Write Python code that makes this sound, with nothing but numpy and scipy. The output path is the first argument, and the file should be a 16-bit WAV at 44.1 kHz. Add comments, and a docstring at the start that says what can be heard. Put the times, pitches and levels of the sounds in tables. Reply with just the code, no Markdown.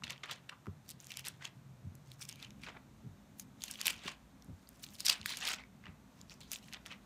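"""Creases snap and thin sheets swish at once, as pages are leafed through near a phone microphone.
Each swish is a smooth slide of noise under clumps of tiny ringing buckles; each snap is a sharp noise burst.
Now and then a bundle of pages lands with a soft thud, which rings the low modes of book and table.
The small quiet room answers the paper; room tone, a low hum and an appliance's rumble lie underneath."""
import sys
import numpy as np
from scipy import signal
from scipy.fft import rfft, irfft, next_fast_len
from scipy.io import wavfile

SR = 44100
rng = np.random.default_rng(int(sys.argv[2]) if len(sys.argv) > 2 else 0)


def digitize_waveform(pressure):
    """Quantize a signal to 16-bit integers and store it at the path in sys.argv[1].

    Rows of a 2-D input are taken as channels; values are limited to [-1, 1].
    """
    field = np.atleast_2d(pressure).T
    bounded = np.clip(field, -1, 1)
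    quanta = np.round(bounded * 32767).astype(np.int16)
    wavfile.write(sys.argv[1], SR, quanta)


N = 310905


def swish():
    """Sliding paper buckles in clumps of tiny grains; each rings a few cycles, over a smooth slide."""
    # how strongly a sheet sounds at each pitch: pitch_hz [Hz], level_db [dB per Hz, relative]
    sheet_spectrum = [(210, -32), (350, -5), (1110, 3.5), (1910, 3.5), (3500, 0), (6230, -8), (10400, -23),
                      (12800, -28), (16000, -30)]
    grains_per_s, grain_spread_db, grain_cycles = 1500.0, 4.5, 3.46   # rate before clumping
    smooth_db, patchy_db = -5, 2
    catch_share = 0.25   # how far the loudness of the whole swish follows the clumps
    plain_body_db, plain_edge_db = -6, -12   # body and edge at which the sheet keeps its own spectrum

    clump = from_db(5.1 * drift(60.0) + 4.0 * drift(250.0))
    born = rng.random(N) < grains_per_s * clump / SR
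    heights = from_db(grain_spread_db * np.minimum(rng.exponential(1, N), 4))
    sizes = born * heights * rng.choice([-1, 1], N)
    pitches = np.geomspace(340, 15000, 24)
    dealt = rng.integers(0, 24, N)   # which pitch each grain gets
    level_db, body_db, edge_db, *resonance_db = sliding(pitches)

    sheet_db = at_hz(sheet_spectrum, pitches) + 10 * np.log10(pitches)   # bands widen with pitch
    middle = (pitches > 2000) & (pitches < 6000)
    sheet_db -= 10 * np.log10(np.sum(from_db(2 * sheet_db)[middle]))   # middle bands sum to power 1

    slide = rng.standard_normal((2, N))
    out = 0
    for k, hz in enumerate(pitches):
        near = np.abs(dealt - k) <= 2   # a buckle excites neighbouring pitches together
        ringing = ring(sizes * near, hz, grain_cycles / hz + 0.0022)
        grains = band(ringing, hz / 1.122, hz * 1.171)
        smooth = band(slide[k % 2], hz / 1.093, hz * 1.114)
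        mix = rms_one(rms_one(grains) + from_db(smooth_db) * rms_one(smooth))
        # body counts fully at 1300 Hz and below, edge fully some way above 12 kHz
        low = np.clip(np.log2(2600 / hz), 0, 1)
        high = np.clip(np.log2(hz / 3600) / 1.75, 0, 1)
        colour_db = sheet_db[k] + resonance_db[k]
        colour_db = colour_db + low * (body_db - plain_body_db) + high * (edge_db - plain_edge_db)
        out = out + from_db(colour_db + patchy_db * drift(31.0)) * mix
    return from_db(level_db) * clump ** catch_share * out


def sliding(pitches):
    """Each swish swells and fades evenly in dB; overlapping ones add, and the loudest sets the colour."""
    # sheets that slide: fastest_moment_s [s], peak_db [dB], swell_s [s], fade_s [s],
    # brightness_db [dB], resonance_hz [Hz], resonance_lift_db [dB]
    swish_list = [(0.04,-50.5,0.004,0.22,-11,3300,7.5), (0.101,-41,0.02,0.065,-14.5,3200,5),
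                  (0.2342,-38.5,0.0027,0.045,-23,2220,0), (0.291,-48,0.053,0.14,-22,2780,6),
                  (0.314,-37,0.025,0.06,-7,4100,0), (0.495,-41.5,0.0059,0.014,-12.5,3030,11),
                  (0.533,-61.5,0.076,0.048,-39,1140,11.5), (0.899,-58.5,0.053,0.062,11,4680,7),
                  (1.008,-64.5,0.036,0.76,8.5,2750,1), (1.117,-52.5,0.066,0.079,6,2700,5.5),
                  (1.2,-53.5,0.12,0.032,4,2700,11), (1.262,-45.5,0.035,0.096,-0.5,3800,2.5),
                  (1.422,-50,0.025,0.1,-13,1670,9), (1.448,-42.5,0.018,0.062,-9.5,2580,0.5),
                  (2.122,-65.5,0.16,0.12,2.5,6490,3), (2.217,-47.5,0.025,0.061,10,7500,-1),
                  (2.292,-53.5,0.019,0.096,6.5,3080,9.5), (2.428,-49,0.073,0.073,-4.5,2730,8),
                  (2.643,-52,0.061,0.099,-1,2580,8), (2.686,-49,0.067,0.074,-28,2750,1),
                  (2.769,-55.5,0.057,0.019,-55,2050,5), (3.396,-60.5,0.033,0.065,17.5,6160,0),
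                  (3.646,-53,0.081,0.52,7,3200,4.5), (3.798,-47.5,0.051,0.23,-1,2960,4),
                  (3.855,-35.5,0.0047,0.14,3.5,2700,4.5), (4.086,-40.5,0.15,0.072,-8.5,2700,3),
                  (4.839,-51,0.031,0.037,11.5,4180,7.5), (4.93,-66.5,0.68,0.35,9.5,7000,1.5),
                  (5.003,-48.5,0.029,0.042,11.5,4080,7), (5.057,-34.5,0.011,0.057,14.5,5800,7),
                  (5.096,-30.5,0.063,0.073,4,4120,5), (5.14,-43,0.047,0.12,-5,2360,3.5),
                  (5.2577,-47.5,0.0023,0.089,9,3980,14), (5.307,-42,0.086,0.14,2.5,3690,7),
                  (5.372,-42.5,0.003,0.064,-3,3750,5), (5.425,-39.5,0.0056,0.09,-12,2780,10),
                  (5.476,-35.5,0.09,0.075,0,4200,2), (5.534,-40,0.27,0.062,-2,5730,0),
                  (5.602,-56,0.23,0.061,-22,2090,7.5), (5.862,-58.5,0.054,0.1,-45,2360,10),
                  (6.21,-63.5,0.18,0.038,1,1030,10), (6.31,-56.5,0.035,0.094,0.5,5830,6),
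                  (6.408,-62.5,0.0048,0.21,4.5,3970,11), (6.528,-43,0.041,0.074,7.5,6700,1),
                  (6.69,-68,0.47,0.31,7,2960,6), (6.74,-46.5,0.026,0.064,-18,3000,4.5),
                  (6.861,-49,0.006,0.076,-4.5,3000,-12), (6.92,-46.5,0.062,0.051,-18,2320,7)]
    swell_depth_db = 30   # rise or fall within one swell or fade time
    fade_dulls, swell_dulls = 0.18, 0.059   # edge lost per dB of fade or swell: it comes late, goes early
    resonance_octaves, sag_octaves = 0.2, 0.18   # resonance width, and how far it sinks over the fade

    s, peak_db, swell_s, fade_s, bright_db, hz, lift_db = np.transpose(swish_list)[:, :, None]
    t = np.arange(0, N + 64, 64) / SR
    fade_db = swell_depth_db * np.maximum(t - s, 0) / np.maximum(fade_s, 0.004)
    swell_db = swell_depth_db * np.maximum(s - t, 0) / np.maximum(swell_s, 0.002)
    power = from_db(2 * np.maximum(peak_db - fade_db - swell_db, -150))
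    total_db = 10 * np.log10(power.sum(axis=0))
    share = power / power.sum(axis=0)

    dulling_db = np.minimum(fade_dulls * fade_db + swell_dulls * swell_db, 30)
    edge_db = np.sum(share * (bright_db - dulling_db), axis=0)
    body_db = -12.5 - 0.3 * np.sum(share * bright_db, axis=0)   # bright slides have little body
    sag = sag_octaves * np.minimum(fade_db / swell_depth_db, 1)
    octave = np.sum(share * (np.log2(hz) - sag), axis=0)
    lift_db = np.sum(share * lift_db, axis=0)
    resonance_db = []
    for pitch in pitches:
        distance = (np.log2(pitch) - octave) / resonance_octaves
        resonance_db.append(lift_db * np.exp(-0.5 * distance ** 2))
    return in_time(np.transpose([t, total_db, body_db, edge_db, *resonance_db]))


def snaps():
    """A crease flips: a sharp burst, coloured by the size of the fold, then a short shiver."""
    # creases that snap: start_s [s], peak_db [dB], pitch_hz [Hz], edge_db [dB, the 6-13 kHz part]
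    snap_list = [(0.0221, -42, 1310, -17), (0.0361, -31, 2960, -19), (0.04, -26.5, 3900, -23),
                 (0.069, -40, 2660, -25), (0.1027, -48, 2300, -12), (0.1056, -26.5, 3160, -4),
                 (0.122, -36, 2310, 5), (0.161, -45, 2800, -28), (0.179, -44, 3330, -21),
                 (0.2352, -30, 2110, -16), (0.2385, -34, 3700, -21), (0.2584, -42, 2080, -4),
                 (0.296, -35, 1910, -18), (0.312, -28, 3940, -4), (0.4945, -32.5, 2480, -12),
                 (0.526, -44.5, 1510, -34), (0.658, -45, 1700, -10), (0.6681, -39.5, 1380, -15),
                 (0.891, -32.5, 6200, 6), (0.903, -33.5, 7900, -15), (0.9095, -32, 6100, 7),
                 (0.9158, -39, 6140, 3), (1.002, -39, 7400, -35), (1.008, -47, 7300, -20),
                 (1.069, -36, 7000, -11), (1.111, -54, 2060, -13), (1.1185, -30, 2960, -2),
                 (1.14, -37, 3500, -18), (1.1711, -25.5, 7200, -13), (1.1942, -31.5, 2660, 2),
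                 (1.244, -40.5, 3360, -17), (1.25, -36, 4430, 1), (1.256, -39, 5000, -20),
                 (1.2694, -27, 2970, 0), (1.2836, -25, 9900, 7), (1.953, -42.5, 11500, -1),
                 (2.1172, -38, 4100, -1), (2.204, -48, 1600, -15), (2.252, -39, 7240, -20),
                 (2.2903, -27.5, 6900, 3), (2.2958, -33.5, 5460, -20), (2.314, -40, 6130, -19),
                 (2.326, -37, 6630, -36), (2.358, -43, 5000, 2), (2.4268, -33.5, 3830, -7.5),
                 (2.447, -42, 4170, -21), (2.506, -41.5, 3660, -10), (2.6351, -36.5, 2470, -14),
                 (2.686, -37, 1460, -14), (3.3972, -30, 7500, -23), (3.6078, -46, 3420, -15),
                 (3.6199, -32.5, 4970, -8), (3.638, -21, 6730, -21), (3.655, -43, 7060, -13),
                 (3.689, -53, 2600, -12), (3.698, -48.5, 1650, -42), (3.712, -23, 9500, 5),
                 (3.7563, -36.5, 3370, -30), (3.79, -44, 2420, -20), (3.808, -34, 3100, -16),
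                 (3.8138, -20, 6700, -25), (3.845, -41, 2750, -4), (3.8568, -22.5, 4450, -3),
                 (3.8686, -12.5, 4230, 6.5), (3.8802, -14.5, 3060, -3), (4.041, -41, 2300, -12),
                 (4.0455, -49, 2500, -15), (4.08, -28, 2600, -19), (4.423, -47, 7200, -13),
                 (4.4455, -48, 11500, -6), (4.673, -51.5, 4800, -45), (4.69, -36.5, 12400, -14),
                 (4.84, -43, 4570, -40), (4.865, -39, 4330, -1), (4.888, -41, 4460, -14),
                 (4.946, -46, 5500, -24), (4.9533, -39.5, 5760, -2), (4.987, -44, 3000, -7),
                 (5.0049, -24, 6700, -10), (5.057, -21, 6160, 6), (5.0615, -22, 6300, -10),
                 (5.065, -14, 5800, -4), (5.0695, -24.5, 3050, -18), (5.084, -14, 6360, -8),
                 (5.095, -21, 4360, -5), (5.0965, -21.5, 4260, -18), (5.0995, -16.5, 4300, 2),
                 (5.1007, -17.5, 5740, -6), (5.1273, -23.5, 4300, -11), (5.2141, -32.5, 4600, -25),
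                 (5.23, -41, 3130, -17), (5.259, -20, 2660, -1), (5.3134, -34, 2870, -40),
                 (5.324, -32.5, 4100, -45), (5.338, -34.5, 2380, -37), (5.3711, -24, 7250, -3),
                 (5.411, -38, 3800, -28), (5.4593, -41, 6290, -9), (5.471, -26, 4120, -24),
                 (5.4768, -21.5, 3960, -28), (5.4845, -35, 4000, -17), (5.533, -30, 6670, -36),
                 (5.637, -45.5, 2210, -40), (5.839, -47, 2160, -35), (5.856, -44, 2850, -46),
                 (5.867, -41, 2000, -30), (5.881, -49, 2550, -34), (6.214, -38, 7300, -29),
                 (6.297, -38, 5500, -9), (6.324, -56, 3040, -13), (6.34, -44, 7900, -18),
                 (6.406, -39.5, 7900, -31), (6.517, -20.5, 8200, -17), (6.522, -38, 3830, -21),
                 (6.5332, -29, 7000, -8), (6.5338, -28, 3040, 1), (6.538, -39, 2980, -3),
                 (6.559, -31.5, 3700, -9), (6.684, -43, 3300, -17), (6.7266, -34, 3000, -11),
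                 (6.7347, -30.5, 6440, -4), (6.745, -31, 3520, -29.5), (6.855, -45, 3190, -20),
                 (6.861, -34, 3500, -5), (6.9231, -35, 2100, -19)]
    snap_t60_s, shiver_db, shiver_t60_s = 0.0068, -27, 0.0091
    dull_edge_db = -20   # creases with less edge than this are soft: they ring longer and click less

    length = 4096
    t = np.arange(length) / SR
    out = np.zeros(N + length)
    noise = rng.standard_normal((len(snap_list), length))
    # one tall sample is the clean first flip; the crackle follows
    noise[:, 6] = 2 * from_db(7) * np.sign(noise[:, 6])
    decay = from_db(-60 * t / snap_t60_s) + from_db(shiver_db - 60 * t / shiver_t60_s)
    shape = np.minimum(t / 0.00008, 1) * decay

    for (start_s, peak_db, hz, edge_db), white in zip(snap_list, noise):
        burst = white * shape
        soft_db = max(dull_edge_db - edge_db, 0)
        # large, low folds have more body
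        body_db = -13 - 1.5 * np.log2(hz / 2870)
        broad = band(band(burst, hz / 2.0, hz * 1.84), hz / 2.0, hz * 1.84)
        fold = ring(broad, hz, (9 + 1.2 * soft_db) / hz)   # the freed fold rings a few cycles
        body = band(band(burst, 700, 4900), 700, 4900)
        edge = band(burst, 6000, 13000)
        parts = [(-4.5, fold), (1.5 - 0.5 * soft_db, broad), (body_db, body), (edge_db, edge)]
        click = 0
        for level_db, part in parts:
            click = click + from_db(level_db) * part / np.abs(part).max()
        at = round(start_s * SR)
        out[at:at + length] += from_db(peak_db) * click / np.abs(click).max()
    return out[:N]


def thuds():
    """A soft, uneven contact rings the low modes of book and table; the lowest set in last."""
    # bundles that land: start_s [s], peak_db [dB], upper_modes_db [dB], contact_s [s], tilt_db [dB per mode]
    thud_list = [(0.664, -32.5, -7, 0.025, 2.1), (1.834, -37, -10, 0.045, -2.3),
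                 (3.029, -40, -2, 0.077, -2.5), (4.05, -39.5, -1, 0.003, 6), (4.474, -36, -15, 0.05, 0.5),
                 (5.19, -47, -11, 0.0087, 0.5), (5.873, -43, 0.5, 0.0067, -0.8)]
    # modes of book and table: pitch_hz [Hz], level_db [dB, before each thud's balance], t60_s [s]
    table_modes = [(92.5, 6, 0.16), (150.7, 5, 0.32), (193.4, 7, 0.085), (258, 0, 0.043),
                   (396, -6.5, 0.067)]
    lag_cycles = 0.8   # each mode takes up the push this many of its cycles late

    length = 8192
    t = np.arange(length) / SR
    out = np.zeros(N)
    noise = rng.standard_normal((len(thud_list), len(table_modes), length))
    for (start_s, peak_db, upper_db, contact_s, tilt_db), pushes in zip(thud_list, noise):
        hit = 0
        for k, ((hz, mode_db, t60_s), push) in enumerate(zip(table_modes, pushes)):
            progress = np.clip((t - lag_cycles / hz) / contact_s, 0, 1)
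            contact = push * np.sin(np.pi * np.sqrt(progress))   # quick rise, slower release
            level_db = mode_db + upper_db * (k > 0) + tilt_db * k
            hit = hit + from_db(level_db) * rms_one(ring(contact, hz, t60_s))
        at = round(start_s * SR)
        out[at:at + length] += from_db(peak_db) * hit / np.abs(hit).max()
    return out


def room(x):
    """Sound goes round eight feedback delays, and grows duller on every round."""
    room_t60_s, wall_cut_hz = 0.45, 2600
    lags_s = np.array([0.0113, 0.0137, 0.0161, 0.0189, 0.0217, 0.0251, 0.0283, 0.0317])
    size = next_fast_len(N + SR)
    w = 2 * np.pi * np.arange(size // 2 + 1) / size
    dull = 1 / (1 + 1j * w * SR / (2 * np.pi * wall_cut_hz))
    response = 0
    for k, lag_s in enumerate(lags_s):
        loop = from_db(-60 * lag_s / room_t60_s) * dull * np.exp(-1j * w * lag_s * SR)
        response = response + (-1) ** k * loop / (1 - loop)
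    return irfft(rfft(x, size) * response, size)[:N]


def house():
    """Broad room tone whose bass wavers, a hum, and the rumble of an appliance with two upper tones."""
    # colour of the room tone: pitch_hz [Hz], level_db [dB per Hz, relative]
    room_spectrum = [(18, -46.5), (30, -25), (70, -5), (176, -0.5), (242, -5.5), (455, -17.5), (562, -14.5),
                     (1150, -18), (3210, -28), (3660, -26), (4900, -31.5), (6380, -28.5), (10300, -36),
                     (14500, -35.5), (16500, -64)]
    # how the levels move: time_s [s], room_tone_db [dB], hum_db [dB], rumble_db [dB]
    house_levels = [(0, -63, -67.5, -108), (2.2, -63, -57, -73), (2.5, -62, -63.5, -61.5),
                    (2.9, -62.5, -66, -63.5), (4.2, -62.5, -103, -64.5), (5.5, -63, -81.5, -65),
                    (7.05, -61, -97, -65)]
    # appliance tones: pitch_hz [Hz], level_db [dB, relative to the rumble]
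    rumble_tones = [(56, -4), (212, -2.5), (253, -7)]

    tone_db, hum_db, rumble_db = in_time(house_levels)
    white = rng.standard_normal((2, N))
    bass = from_db(3 * drift(5.1)) * band(coloured(room_spectrum), 45, 299)
    tone = above(coloured(room_spectrum), 306) + bass
    hum = from_db(0.11 * drift(5.7)) * rms_one(ring(white[0], 133.7, 0.25))
    rumble = 0
    for hz, level_db in rumble_tones:
        rumble = rumble + from_db(level_db) * rms_one(ring(white[1], hz, 0.15))
    return from_db(tone_db) * tone + from_db(hum_db) * hum + from_db(rumble_db) * rumble


def ring(clicks, hz, t60_s):
    """A damped resonator: a unit click sets a sine ringing that falls 60 dB in t60_s."""
    r = from_db(-60 / (t60_s * SR))
    w = 2 * np.pi * hz / SR
    return signal.lfilter([0, np.sin(w)], [1, -2 * r * np.cos(w), r * r], clicks + 1e-18)


def drift(rate_hz):
    """Slow random wandering of spread 1: low-passed noise, made at every 20th sample and joined up."""
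    r = np.exp(-2 * np.pi * rate_hz * 20 / SR)
    white = rng.standard_normal(N // 20 + 2002)
    slow = signal.lfilter([1], [1, -2 * r, r * r], white)[2000:]   # skip the start-up
    return np.interp(np.arange(N) / 20, np.arange(len(slow)), rms_one(slow))


def coloured(spectrum):
    """Steady noise of the given spectrum, at rms 1."""
    hz = np.maximum(np.arange(N // 2 + 1) * SR / N, 1)
    return rms_one(irfft(rfft(rng.standard_normal(N)) * from_db(at_hz(spectrum, hz)), N))


def band(x, low_hz, high_hz):
    """Gentle band-pass: keeps what lies between two pitches."""
    edges_hz = [low_hz, min(high_hz, 0.45 * SR)]
    return signal.sosfilt(signal.butter(2, edges_hz, "band", fs=SR, output="sos"), x)


def above(x, hz):
    """Steep high-pass: keeps what lies above a pitch."""
    return signal.sosfilt(signal.butter(4, hz, "high", fs=SR, output="sos"), x)


def from_db(db):
    """Gain of a level in dB."""
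    return 10 ** (np.asarray(db) / 20)


def rms_one(x):
    """The signal scaled to rms 1."""
    return x / np.sqrt(np.mean(x ** 2) + 1e-20)


def in_time(rows):
    """Table columns after the time column, joined by straight lines at every sample."""
    s, *columns = np.transpose(rows)
    return [np.interp(np.arange(N) / SR, s, column) for column in columns]


def at_hz(points, hz):
    """Level of a spectrum at given pitches, by straight lines on log frequency."""
    point_hz, point_db = np.transpose(points)
    return np.interp(np.log(hz), np.log(point_hz), point_db)


def scene():
    """Small sheets radiate no bass; only the paper wakes the room."""
    paper = above(swish() + snaps(), 250)
    echo = from_db(-19) * room(paper)
    table = above(thuds(), 65)
    return (paper + echo + table + house())[None]


def record(dry):
    """The microphone port has a dip in the treble; deep bass and the top are cut steeply."""
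    dip_hz, dip_width_hz, dip_depth = 10420, 310, 0.8   # depth: share of the peak taken away
    b, a = signal.iirpeak(dip_hz, dip_hz / dip_width_hz, fs=SR)
    port = dry - dip_depth * signal.lfilter(b, a, dry)
    top_cut = signal.cheby2(12, 60, 16400, fs=SR, output="sos")   # 60 dB down from 16400 Hz up
    return signal.sosfilt(top_cut, above(port, 49))


dry = scene()
out = record(dry)
digitize_waveform(out)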